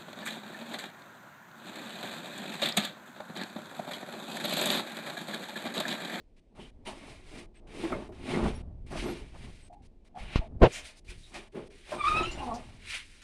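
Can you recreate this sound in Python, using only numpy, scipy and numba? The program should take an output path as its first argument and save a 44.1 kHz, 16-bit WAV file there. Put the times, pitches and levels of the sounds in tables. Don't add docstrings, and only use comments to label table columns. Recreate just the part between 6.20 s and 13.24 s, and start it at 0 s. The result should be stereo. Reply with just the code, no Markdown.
import sys
import numpy as np
from scipy import signal
from scipy.fft import rfft, irfft
from scipy.io import wavfile
from scipy.ndimage import uniform_filter1d
from numba import njit

SR = 44100
rng = np.random.default_rng(int(sys.argv[2]) if len(sys.argv) > 2 else 0)


def transcribe(u):
    v = np.clip(np.atleast_2d(u).T, -1, 1)
    q = np.round(v * 32767).astype(np.int16)
    wavfile.write(sys.argv[1], SR, q)


def makeup_ratio(level_db):
    decades = np.asarray(level_db, float) / 20
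    return 10 ** decades


N = 310328
T = np.arange(N) / SR
HZ = np.maximum(np.fft.rfftfreq(N, 1 / SR), 1)


def rms_one(x):
    return x / np.sqrt(np.mean(x ** 2) + 1e-20)


def in_time(rows):
    start_s, *columns = np.transpose(rows)
    return [np.interp(T, start_s, column) for column in columns]


def at_hz(points):
    hz, value = np.array(points).T
    return np.interp(np.log(HZ), np.log(hz), value)


def during(rows):
    return (T >= rows[0][0]) & (T <= rows[-1][0])


def colour(x, gain):
    return rms_one(irfft(rfft(x) * gain, N))


def band(x, low_hz, high_hz, order=2):
    sos = signal.butter(order, [low_hz, high_hz], "band", fs=SR, output="sos")
    return signal.sosfilt(sos, x)


def drift(rate_hz):
    r = np.exp(-2 * np.pi * rate_hz / SR)
    return rms_one(signal.filtfilt([1 - r], [1, -r], rng.standard_normal(N)))


def grains(per_s, spread_db):
    size_db = spread_db * np.minimum(rng.exponential(1, (2, N)), 4)
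    clicks = makeup_ratio(size_db) * rng.choice([-1, 1], (2, N))
    return rms_one(clicks * (rng.random((2, N)) < per_s / SR))


@njit
def resonate(x, hz, width_hz, sr):
    y = np.zeros(len(x))
    r = np.exp(-np.pi * width_hz / sr)
    for i in range(2, len(x)):
        push = (1 - r * r) / 2 * (x[i] - x[i - 2])
        y[i] = push + 2 * r * np.cos(2 * np.pi * hz[i] / sr) * y[i - 1] - r * r * y[i - 2]
    return y


def steady(hz):
    return np.full(N, float(hz))


def strokes(rows, hold=0):
    peak_s, rise_s, fall_s, level_db, extra = np.transpose(rows)[..., None]
    swell_db = 20 * np.maximum((peak_s - T) / rise_s, 0)
    fade_db = 20 * np.maximum((T - peak_s - hold * extra) / fall_s, 0)
    each_db = level_db - swell_db - fade_db
    loudest = each_db.argmax(axis=0)
    return each_db.max(axis=0), uniform_filter1d(extra[loudest, 0], size=1500)


# hz, level_db_per_hz
QUIET_COLOUR = [(12, -28), (20, 9.5), (129, -19), (298, -18), (1300, -39), (2150, -30.5), (3970, -36.5),
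                (6940, -44.5), (9170, -44), (15600, -89)]


def quiet():
    gain = makeup_ratio(at_hz(QUIET_COLOUR))
    mid = colour(rng.standard_normal(N), gain)
    side = colour(rng.standard_normal(N), gain)
    stereo = mid * makeup_ratio(np.array([[2.5], [-2.5]])) + 0.5 * side * np.array([[1], [-1]])
    return makeup_ratio(-56.5) * stereo


# peak_s, rise_s (20 dB), fall_s (20 dB), level_db, hold_s
WEIGHT_SHIFTS = [(0.0, 0.11, .2, -63.5, 0), (.39, 0.13, 0.28, -56.5, 0.89), (1.71, 0.44, 1.6, -47.5, 0.31),
                 (2.24, 0.22, 0.8, -36, 0), (2.75, .35, 0.26, -46, 0.54), (3.61, .08, .3, -54, 0),
                 (4.01, 0.1, 0.18, -48.5, 0.056), (4.36, 0.22, 0.11, -39.5, 0),
                 (4.62, .17, 0.088, -52.5, 0.0077), (4.91, 0.13, 0.15, -50, 0.088),
                 (5.2, .05, 0.17, -62, 0.36), (5.95, .24, .83, -40.5, 0.12)]


def rumble():
    level_db, _ = strokes(WEIGHT_SHIFTS, hold=0.99)
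    return makeup_ratio(level_db + 1.4 * drift(11)) * rms_one(band(rng.standard_normal(N), 2.2, 76))


# start_s, peak_db, pitch_hz
HEEL_THUDS = [(2.233, -27, 61), (2.79, -27.5, 44.5), (3.019, -36, 36), (4.006, -33.5, 36.2),
              (4.889, -37.5, 44.3), (5.961, -31.5, 64)]


def heel_thuds():
    out = np.zeros(N)
    for start_s, peak_db, pitch_hz in HEEL_THUDS:
        age_s = np.maximum(T - start_s, 0)
        out += makeup_ratio(peak_db) * np.sin(2 * np.pi * pitch_hz * age_s) * np.exp(-age_s * pitch_hz / 1.4)
    return out


# peak_s, peak_db, rise_s, fall_s
PORT_PRESSES = [
    (4.159, -2.5, 0.00017, 0.0036),
    (4.193, -7, 0.0032, 0.0049),
    (4.426, 3.5, .003, 0.0035),
]
# time_s, level_db
PRESS_SCRATCH = [(4.155, -53), (4.158, -25), (4.165, -30), (4.19, -39.5), (4.2, -64)]


def press():
    pushes = np.zeros(N)
    for peak_s, peak_db, rise_s, fall_s in PORT_PRESSES:
        side_s = np.where(T < peak_s, rise_s, fall_s)
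        pushes += makeup_ratio(peak_db) * np.exp(-np.abs(T - peak_s) / side_s)
    scratch_db, = in_time(PRESS_SCRATCH)
    skin = rms_one(band(rng.standard_normal(N), 270, 3620, order=3))
    return band(pushes, 22, 2000, order=1) + makeup_ratio(scratch_db) * during(PRESS_SCRATCH) * skin


# time_s, level_db, flutter_hz, scratch_db (under the flutter)
PORT_BRUSH = [(4.395, -51, 120, -40), (4.412, -26, 130, -40), (4.42, -6, 150, -22),
              (4.436, 0.5, 228.4, -22.5), (4.455, -10.5, 450, -13), (4.47, -17.5, 450, -12),
              (4.49, -39, 350, -28), (4.53, -52, 200, -24)]


def brush():
    level_db, flutter_hz, scratch_db = in_time(PORT_BRUSH)
    white = rng.standard_normal(N)
    flutter = resonate(resonate(white, flutter_hz, 280.0, SR), flutter_hz, 600.0, SR)
    lumps = rms_one(flutter) + 0.8 * rms_one(band(white, 35, 200))
    air = rms_one(band(lumps, 24, 1000))
    scratch = makeup_ratio(scratch_db) * rms_one(band(white, 800, 3000, order=3))
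    return during(PORT_BRUSH) * makeup_ratio(level_db) * (air + scratch)


# start_s, length_s, pitch_hz, level_db; the last row adds a tone near 830 Hz
BOARD_NOTES = [(1.723, 0.014, 1296, -32.5), (1.72, 0.075, 570, -43.5), (3.5, 0.12, 800, -55.5),
               (3.499, 0.053, 714, -50), (3.945, 0.06, 757, -45), (4.214, .06, 660, -46),
               (4.21, 0.047, 880, -54.5), (6.198, 0.17, 830, -42)]
# start_s, length_s, pitch_hz, level_db
SLAT_CHIRPS = [(.395, 0.074, 3000, -54), (.665, 0.044, 2990, -45), (.76, 0.23, 2210, -63),
               (1.718, 0.039, 2170, -45), (2.136, 0.036, 2045, -41), (4.88, 0.052, 2380, -52.5),
               (5.025, .05, 3770, -54), (6.03, 0.044, 2950, -37.5), (6.18, 0.041, 2800, -45)]
# start_s, length_s, pitch_hz, level_db
GRAIN_WHISTLES = [(.67, 0.028, 9230, -56.5), (1.356, 0.035, 8260, -70), (2.347, 0.035, 5600, -57),
                  (2.35, .031, 9820, -59), (2.72, 0.18, 6000, -58), (2.847, 0.083, 11500, -64),
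                  (3.418, 0.056, 8160, -64), (5.752, .1, 8660, -59.5), (6.03, .022, 6860, -47),
                  (6.047, .21, 5816, -60), (6.112, .031, 7080, -47)]
# start_s, length_s, pitch_hz, level_db
SANDAL_SWISHES = [(.658, .08, 880, -47.5), (4.52, 0.093, 5950, -43.5), (6.11, .025, 4570, -45),
                  (6.34, 0.03, 5100, -44.5)]


def rubs():
    out, white = np.zeros(N), rng.standard_normal(N)
    warm_up = 3000
    kinds = [(BOARD_NOTES, 11.0), (SLAT_CHIRPS, 9.0), (GRAIN_WHISTLES, 55.0), (SANDAL_SWISHES, 2.3)]
    for rows, q in kinds:
        for start_s, length_s, pitch_hz, level_db in rows:
            a, b = int(start_s * SR), int((start_s + length_s) * SR)
            width_hz = float(pitch_hz / q)
            once = resonate(white[a - warm_up:b], steady(pitch_hz), width_hz, SR)
            twice = resonate(once, steady(pitch_hz), width_hz, SR)[warm_up:]
            swell = np.sin(np.pi * np.linspace(0, 1, b - a) ** 0.6) ** 0.5
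            out[a:b] += makeup_ratio(level_db) * rms_one(twice) * swell
    return out


# start_s, peak_db, pitch_hz, brightness_db
KNOCKS = [(0.402, -44.5, 226, -12), (0.668, -29.5, 370, -15), (1.637, -20.5, 315, -34),
          (1.719, -24, 607, -59.5), (1.888, -29, 366, -34), (2.707, -32, 223, -23),
          (3.141, -43, 670, -10.5), (4.881, -53, 206, 7), (5.14, -34.5, 738, 0.5), (5.348, -33, 390, -58),
          (5.717, -20.5, 599, -35), (7.017, -47.5, 1490, 8.5)]


def knocks():
    out, age_s = np.zeros(N + SR), np.arange(SR // 5) / SR
    modes = [(1.01, 0.88), (1.7, 0.35), (2.6, 0.15)]
    for start_s, peak_db, pitch_hz, bright_db in KNOCKS:
        white = rng.standard_normal(len(age_s))
        contact = white * np.exp(-age_s / 0.016) * np.minimum(age_s / 0.0015, 1)
        ring = np.zeros(len(age_s))
        for ratio, share in modes:
            ring += share * rms_one(resonate(contact, steady(pitch_hz * ratio), 20.4 * ratio, SR))
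        crack = makeup_ratio(bright_db + 1.0) * rms_one(band(contact, 1300, 6500, order=3))
        a = int(start_s * SR)
        out[a:a + len(age_s)] += makeup_ratio(peak_db - 24.5) * (ring + crack)
    return out[:N]


# time_s, slip_hz, level_db
GROAN = [(6.195, 272, -58), (6.215, 270, -43), (6.24, 252, -39), (6.26, 247, -41), (6.29, 241, -35),
         (6.32, 218, -35), (6.345, 236, -38), (6.365, 241, -40), (6.385, 240, -60)]
# mode_hz, width_hz, level_db
GROAN_MODES = [(230, 81, -0.5), (484, 130, -9), (720, 184, 3), (1055, 133, -0.5)]


def groan():
    slip_hz, level_db = in_time(GROAN)
    phase = 2 * np.pi * np.cumsum(slip_hz * (1 + 0.02 * drift(60))) / SR
    out = np.zeros(N)
    for k in range(1, 7):
        passed = np.zeros(N)
        for mode_hz, width_hz, mode_db in GROAN_MODES:
            passed += makeup_ratio(mode_db) / (1 + (2 * (k * slip_hz - mode_hz) / width_hz) ** 2)
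        out += passed * (1 + 0.5 * drift(56)) * np.sin(k * phase)
    return during(GROAN) * makeup_ratio(level_db - 2.5) * out


# time_s, slip_hz, level_db, second_harmonic_db
SQUEAK = [(5.78, 1227, -36, -43), (5.815, 1163, -27.5, -36), (5.845, 1163, -22, -32.5),
          (5.886, 1240, -25.5, -32.5), (5.93, 1241, -26, -37), (5.98, 1280, -28, -27),
          (6.04, 1298, -27, -37), (6.07, 1355, -48, -35), (6.14, 1450, -84, -47)]
# peak_s, gain_db
THROBS = [(5.813, 5), (5.842, 7), (5.853, 6), (5.87, 8), (5.885, 9), (5.896, 5), (5.908, 4), (5.919, 6),
          (5.971, 5)]


def squeak():
    slip_hz, first_db, second_db = in_time(SQUEAK)
    phase = 2 * np.pi * np.cumsum(slip_hz * (1 + 0.0128 * drift(90.6))) / SR
    throb_s = 0.0036
    grip_db = sum(gain_db * np.exp(-((T - peak_s) / throb_s) ** 2) for peak_s, gain_db in THROBS)
    out = np.zeros((2, N))
    for k, level_db in enumerate([first_db, second_db, second_db - 12, second_db - 25]):
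        ragged = 1 + (0.2 + 0.15 * k) * np.array([drift(70), drift(70)])
        wander = (0.7 + 0.3 * k) * np.array([drift(25), drift(25)])
        out += makeup_ratio(level_db + grip_db) * ragged * np.sin((k + 1) * phase + wander)
    return during(SQUEAK) * out


# start_s, end_s
PAUSES = [(0, 0.164), (0.201, 0.35), (0.506, 0.651), (1.263, 1.342), (1.402, 1.469), (1.885, 1.92),
          (2.42, 2.662), (3.488, 3.526), (3.55, 3.62), (3.673, 3.847), (3.888, 3.95), (4.28, 4.399),
          (4.8, 4.845), (5.287, 5.32), (5.482, 5.501)]


def pauses():
    shut = sum((T > start_s) & (T < end_s) for start_s, end_s in PAUSES)
    return uniform_filter1d(shut.astype(float), size=300)


# peak_s, rise_s (20 dB), fall_s (20 dB), level_db, fine_db (over
GRIT_SCUFFS = [(.185, .1, .03, -78, -2), (.412, 0.092, .2, -55.5, -6.5), (.674, 0.056, .1, -43.5, -5.5),
               (.904, 0.66, 0.23, -53.5, -5.5), (1.194, 0.24, 0.077, -50, -5.5), (1.37, .06, .03, -61, -17),
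               (1.629, 0.17, 0.29, -44, -7.5), (1.739, .3, .27, -55.5, -10), (2.112, 0.12, 0.28, -39, -8.5),
               (2.282, 0.34, 0.07, -43, -8.5), (2.72, .04, .5, -52, -1.5), (2.801, 0.1, 0.11, -39, -7),
               (2.887, 0.27, 0.22, -45, -7), (3.255, 0.23, 0.035, -53, -6.5), (3.3, 0.18, 0.45, -60, -3.5),
               (3.65, 0.051, .5, -72, 3), (3.87, .3, .3, -71.5, -2.5), (3.994, 0.045, 0.3, -50, -9),
             (4.15, 0.17, 0.085, -43, -15), (4.23, .3, .15, -59.5, -12.5), (4.514, 0.053, .3, -47.5, -13.5),
             (4.56, 0.11, 0.11, -39.5, -6.5), (4.66, 0.094, 0.096, -47, -2), (4.77, .2, .2, -63, 5),
             (4.906, 0.046, 0.08, -48.5, -4.5), (5.04, .8, .8, -64, 2), (5.155, 0.038, 0.11, -44, -7.5),
             (5.365, 0.033, 0.17, -54, -12), (5.6, 0.79, 0.56, -60, -4.5), (5.73, 0.12, 0.09, -43.5, -6.5),
             (5.879, 0.13, 0.45, -39, -8.5), (5.971, .1, 0.3, -40, -8), (6.183, .3, 0.66, -51, -6),
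             (6.4, 0.36, 0.42, -56.5, -6), (6.708, 0.059, 0.15, -38, -2.5), (6.75, 0.11, 0.08, -33, -8.5),
             (6.901, .3, 0.76, -59, -3.5)]
# hz, level_db_per_hz
SAND_COLOUR = [(530, -31.5), (900, -2.5), (1150, -9), (1500, -7), (2340, 1.5), (3000, -3.5), (4040, -7.5),
               (5580, -13.5), (7000, -17), (9400, -13.5), (10200, -18.5), (10900, -30.5), (13000, -35.5),
               (15600, -52.5)]


def grit():
    coarse_db, fine_db = strokes(GRIT_SCUFFS)
    coarse_db = coarse_db - 13 * pauses()
    sand = colour(grains(per_s=9000, spread_db=1.5), makeup_ratio(at_hz(SAND_COLOUR)))
    coarse = rms_one(band(sand, 1230, 3900, order=3))
    fine = rms_one(band(sand, 4400, 16000, order=3)) * makeup_ratio(fine_db + drift(25))
    return makeup_ratio(coarse_db + 1.2 * drift(25)) * (coarse + fine)


# peak_s, rise_s (20 dB), fall_s (20 dB), level_db, slat_db (over body)
FRAME_STROKES = [(.4, 0.089, 0.12, -46.5, -4), (.68, 0.051, 0.24, -46, 1.5), (.88, 0.39, 0.21, -47.5, -4),
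                 (1.16, 0.13, 0.18, -45.5, -5), (1.66, 0.21, .09, -34.5, -6), (1.74, 0.13, 0.16, -33, -2.5),
                 (1.9, .2, 0.35, -50, -4.5), (2.11, 0.087, 0.3, -31.5, -2.5), (2.19, 0.17, 0.18, -27, -5.5),
                 (2.26, 0.19, 0.077, -26, -6), (2.73, .03, 0.27, -37, 1), (2.88, .15, 0.12, -32, -6),
                 (3.0, .2, 0.09, -45, -5), (3.145, .02, .2, -56, 7.5), (3.27, 0.18, .09, -48, -6),
                 (3.4, .3, 1.8, -63.5, -5)]
# peak_s, rise_s (20 dB), fall_s (20 dB), level_db, slat_db (over body)
STACK_STROKES = [(3.97, 0.027, 0.59, -52.5, 4.5), (4.17, 0.28, 0.19, -47.5, -1),
                 (4.39, .5, 0.071, -51.5, -4), (4.542, 0.066, 0.34, -58, 5), (4.922, .16, 0.067, -56, -7),
                 (5.168, 0.075, 0.12, -46.5, 1.5), (5.354, 0.016, 0.16, -35.5, -10.5),
                 (5.733, 0.051, 0.12, -39, 3.5), (5.986, 0.16, 0.17, -32.5, -0.5),
                 (6.19, 0.27, .35, -42, -0.5), (6.39, .3, .18, -48.5, 1.5), (6.6, .3, 0.57, -62.5, -7),
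                 (6.746, .08, 0.077, -61.5, 7)]
# time_s, body_hz
GRIP = [(.4, 238), (1.2, 315), (1.7, 315), (2.15, 251), (2.9, 318), (4.2, 225), (5.36, 394), (6.0, 358),
        (6.4, 260)]
# hz, level_db_per_hz
WOOD_COLOUR = [(65, -30), (110, 1.5), (321, -7), (354, -3), (481, -5.5), (592, -5), (1500, -20),
               (1950, -19), (3300, -120)]


def drag():
    body_db, slat_db = strokes(FRAME_STROKES + STACK_STROKES)
    body_db = np.maximum(body_db, -76)
    body_hz, = in_time(GRIP)
    wood = colour(grains(per_s=1800, spread_db=3.0), makeup_ratio(at_hz(WOOD_COLOUR)))
    ringing = np.array([resonate(stream, body_hz, 50.0, SR) for stream in wood])
    body = rms_one(rms_one(band(wood, 180, 628)) + 0.65 * rms_one(ringing))
    slat = rms_one(band(wood, 500, 1600)) * makeup_ratio(slat_db + 1.2 * drift(30))
    return makeup_ratio(body_db + drift(20)) * (body + slat)


# hz, likeness (0 to 1)
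LIKENESS = [(60, 0.32), (300, 1), (650, 0.65), (1400, 0.065), (9000, 0.0077)]


def ports(streams):
    alike = np.clip(at_hz(LIKENESS), 0, 1)
    mid, side = rfft(streams) * np.sqrt([1 + alike, 1 - alike]) / np.sqrt(2)
    return irfft(np.array([mid + side, mid - side]), N)


def shed(x):
    t60_s, tail_db, left_lag_s = 0.14, -8, 0.0001
    tails = rng.standard_normal((2, N)) * makeup_ratio(-60 * T / t60_s) * (T > 0.003)
    tail = ports(tails / np.sqrt(np.sum(tails[0] ** 2)))
    lag = np.exp(-2j * np.pi * HZ * np.array([[left_lag_s], [0]]))
    return irfft(rfft(x) * (0.99 * lag + makeup_ratio(tail_db) * rfft(tail)), N)


# hz, left_over_right_db
LEFT_LEAD = [(60, 1.5), (200, 0.5), (350, 4), (750, 1), (2200, 5.5), (9000, 6)]


def scene():
    spread = ports(drag() + grit())
    air = shed(spread + squeak() + groan() + rubs() + knocks())
    lead = makeup_ratio(at_hz(LEFT_LEAD) / 2)
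    air = irfft(rfft(air) * np.array([lead, 1 / lead]), N)
    floor = (rumble() + heel_thuds()) * makeup_ratio(np.array([[1.2], [-1.2]]))
    finger = (brush() + press()) * np.array([[1], [0]])
    return air + floor + quiet() + finger


def low_pass(x):
    return signal.sosfilt(signal.butter(12, 15710, fs=SR, output="sos"), x)


def record(dry):
    gate_hz, gate_db = 860, -12.5
    gate = makeup_ratio(gate_db * pauses())
    treble = irfft(rfft(dry) / (1 + (gate_hz / HZ) ** 6), N)
    mix = np.clip(dry - (1 - gate) * treble, -1, 1)
    return low_pass(mix)


dry = scene()
out = record(dry)
transcribe(out)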